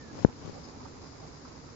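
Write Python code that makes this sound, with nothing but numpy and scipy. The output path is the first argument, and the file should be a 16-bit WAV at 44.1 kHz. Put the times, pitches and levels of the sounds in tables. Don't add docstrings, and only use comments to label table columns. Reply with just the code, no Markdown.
import sys
import numpy as np
from scipy import signal
from scipy.fft import rfft, irfft
from scipy.io import wavfile

SR = 44100
rng = np.random.default_rng(int(sys.argv[2]) if len(sys.argv) > 2 else 0)


def output_pcm(signal):
    pcm = np.clip(np.atleast_2d(signal).T, -1, 1) * 32767
    wavfile.write(sys.argv[1], SR, np.round(pcm).astype(np.int16))


N = 77175
TIME_S = np.arange(N) / SR
BIN_HZ = np.arange(N // 2 + 1) * SR / N


def undb(db):
    return 10 ** (np.asarray(db) / 20)


def unit(x):
    return x / np.sqrt(np.mean(x ** 2))


def noise():
    return rng.standard_normal(N)


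def curve(rows, column=1):
    rows = np.array(rows)
    return np.interp(TIME_S, rows[:, 0], rows[:, column])


def gain_at(bin_hz, spectrum):
    hz, db = np.array(spectrum).T
    return undb(np.interp(np.log(np.maximum(bin_hz, 1)), np.log(hz), db))


def colour(x, spectrum):
    return unit(irfft(rfft(x) * gain_at(BIN_HZ, spectrum), N))


def drift(cutoff_hz):
    return unit(irfft(rfft(noise()) * (BIN_HZ > 0) / (1 + (BIN_HZ / cutoff_hz) ** 4), N))


# (frequency [Hz], relative density [dB])
RUMBLE_SPECTRUM = [(22, -27), (40, -10.5), (68, 0.5), (110, -1), (155, 0), (195, -8), (255, 2.5), (360, -8),
                   (470, -5), (640, -16), (1000, -20), (2000, -28.5)]
# (time [s], level [dB])
RUMBLE_ENVELOPE = [(0, -47), (.35, -50), (.57, -45.5), (.75, -49.5), (.83, -46.5), (.92, -49), (1.02, -48),
                   (1.14, -50), (1.23, -46.5), (1.35, -50), (1.6, -49.8), (1.75, -50)]

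def far_wind(bass_coherence=0.93, corner_hz=520):
    coherence = bass_coherence / (1 + (BIN_HZ / corner_hz) ** 2)
    mid = irfft(rfft(noise()) * np.sqrt(1 + coherence), N)
    side = irfft(rfft(noise()) * np.sqrt(1 - coherence), N)
    rumble = np.array([colour(mid + side, RUMBLE_SPECTRUM), colour(mid - side, RUMBLE_SPECTRUM)])
    return undb(curve(RUMBLE_ENVELOPE)) * rumble


def splashes(per_s=900, spread_db=2.5):
    impulses = (rng.random(N) < per_s / SR) * np.sign(noise())
    return impulses * undb(spread_db * np.minimum(rng.exponential(size=N), 4))


# (frequency [Hz], relative density [dB])
RIPPLE_SPECTRUM = [(150, 1), (300, 4), (520, -1.5), (720, -2.5), (980, -0.5), (1250, -4), (1650, -18.5),
                   (2300, -14), (3200, -22.5), (7000, -20)]

def ripples(level_db=-50, left_db=-16.5, swell_db=1.42):
    left = undb(left_db) * colour(splashes(), RIPPLE_SPECTRUM)
    right = colour(splashes(), RIPPLE_SPECTRUM)
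    return undb(level_db + swell_db * drift(14)) * np.array([left, right])


# (frequency [Hz], relative density [dB])
EDGE_SPECTRUM = [(2000, -11), (3200, -21), (4300, -9.5), (5100, 2), (5700, -11), (6300, -9), (7200, -12)]
# (time [s], level [dB])
EDGE_ENVELOPE = [(0, -57), (.1, -62), (.19, -50.5), (.245, -54), (.265, -80), (.36, -60), (.47, -55.5),
                 (.6, -56), (.66, -50.5), (.77, -57), (.84, -53), (.96, -60), (1.05, -52.5), (1.2, -57.5),
                 (1.48, -53.5), (1.56, -57), (1.75, -57.5)]

def edge_hiss(flicker_db=2.2):
    envelope = undb(curve(EDGE_ENVELOPE) + flicker_db * drift(60))
    return np.array([envelope * colour(noise(), EDGE_SPECTRUM), np.zeros(N)])


# (time [s], frequency [Hz], level [dB])
WHISTLE_CONTOUR = [(0, 1840, -54.5), (.035, 1755, -55.5), (.075, 1712, -63), (.11, 1660, -52.5),
                   (.13, 1655, -74)]

def bird(waver=0.0088, left_db=-20):
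    hz = curve(WHISTLE_CONTOUR) * (1 + waver * drift(60))
    envelope = undb(curve(WHISTLE_CONTOUR, column=2)) * (TIME_S < WHISTLE_CONTOUR[-1][0])
    tone = envelope * np.sqrt(2) * np.sin(2 * np.pi * np.cumsum(hz) / SR)
    return np.array([undb(left_db) * tone, tone])


# (peak time [s], level [dB], rise width [s], fall width [s])
GUST_SWELLS = [(0.215, -40, 0.059, 0.037), (0.477, -40.5, 0.055, 0.032)]
# (frequency [Hz], relative density [dB])
FLUTTER_SPECTRUM = [(30, -18.5), (90, 2), (220, 0), (500, -10.5), (1000, -14.5), (2000, -23.5), (3000, -25),
                    (7000, -27)]

def gusts(flutter_db=2.0):
    envelope = np.zeros(N)
    for at, db, rise, fall in GUST_SWELLS:
        width = np.where(TIME_S < at, rise, fall)
        envelope += undb(db) * np.exp(-((TIME_S - at) / width) ** 2 / 2)
    flutter = unit(undb(flutter_db * drift(90)) * colour(noise(), FLUTTER_SPECTRUM))
    return np.array([envelope * flutter, np.zeros(N)])


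# (peak time [s], level [dB], Gaussian width [s], frequency [Hz], left minus right [dB])
LAP_BURSTS = [(0.19, -45, .012, 610, -20), (.3, -50, 0.011, 880, -6), (0.327, -58.5, .006, 2400, 2),
              (0.422, -48.5, 0.013, 830, -10), (0.544, -55, 0.0046, 1700, 1),
              (0.573, -46.5, 0.019, 630, -9.5), (0.664, -54.5, .01, 910, 0), (.745, -53, .025, 800, -5.5),
              (0.812, -49, 0.011, 980, -9), (0.857, -45, 0.0052, 910, -18), (1.203, -52, 0.011, 880, -10),
              (1.241, -47.5, 0.016, 720, -9.5), (1.457, -47.5, 0.0067, 1000, -14),
              (1.687, -53, 0.0068, 1080, -14)]

def laps(edge_ratio=1.26):
    out = np.zeros((2, N))
    for at, db, width, hz, pan_db in LAP_BURSTS:
        band = signal.butter(2, [hz / edge_ratio, hz * edge_ratio], "band", fs=SR, output="sos")
        splash = np.array([unit(signal.sosfilt(band, noise())) for _ in range(2)])
        sides = undb([[min(pan_db, 0)], [min(-pan_db, 0)]])
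        envelope = undb(db) * np.exp(-((TIME_S - at) / width) ** 2 / 2)
        out += sides * envelope * splash
    return out


def impulse_response(spectrum, size=4096):
    bin_hz = np.arange(size // 2 + 1) * SR / size
    cepstrum = irfft(np.log(gain_at(bin_hz, spectrum)))
    folded = np.r_[cepstrum[0], 2 * cepstrum[1:size // 2]]
    response = irfft(np.exp(rfft(folded, size)))
    return response / np.abs(response).max()


# (time [s], peak level [dB])
PUFF_IMPULSES = [(0.2479, 0), (0.2627, -30), (0.2872, -30.5), (0.4778, -28), (0.4954, -26.5)]
# (frequency [Hz], relative gain [dB])
PORT_RESPONSE = [(20, -52.5), (42, -16), (75, -5), (130, 1), (220, 2.5), (350, -3), (500, -6.5),
                 (620, -12.5), (880, -16), (1120, -30.5), (1350, -25), (1750, -28), (2100, -43),
                 (2700, -64), (4000, -77.5), (8000, -76)]

def puffs(right_db=-18.5, right_lag_s=0.00201):
    pushes = sum(undb(db) * (np.arange(N) == int(at * SR)) for at, db in PUFF_IMPULSES)
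    left = signal.fftconvolve(pushes, impulse_response(PORT_RESPONSE))[:N]
    right = undb(right_db) * np.interp(TIME_S - right_lag_s, TIME_S, left)
    return np.array([left, right])


def scene():
    return far_wind() + ripples() + edge_hiss() + bird() + gusts() + laps() + puffs()


# (frequency [Hz], relative density [dB])
SELF_NOISE_SPECTRUM = [(300, -1.5), (1500, 4), (2100, -0.5), (3100, -12.5), (4000, -0.5), (5000, -0.5),
                       (7200, -2.5)]

def record(dry, hiss_db=-55, left_db=1, cutoff_hz=7300):
    left = undb(left_db) * colour(noise(), SELF_NOISE_SPECTRUM)
    right = colour(noise(), SELF_NOISE_SPECTRUM)
    hiss = undb(hiss_db) * np.array([left, right])
    low_pass = signal.ellip(12, .1, 70, cutoff_hz, fs=SR, output="sos")
    return signal.sosfilt(low_pass, dry + hiss)


dry = scene()
out = record(dry)
output_pcm(out)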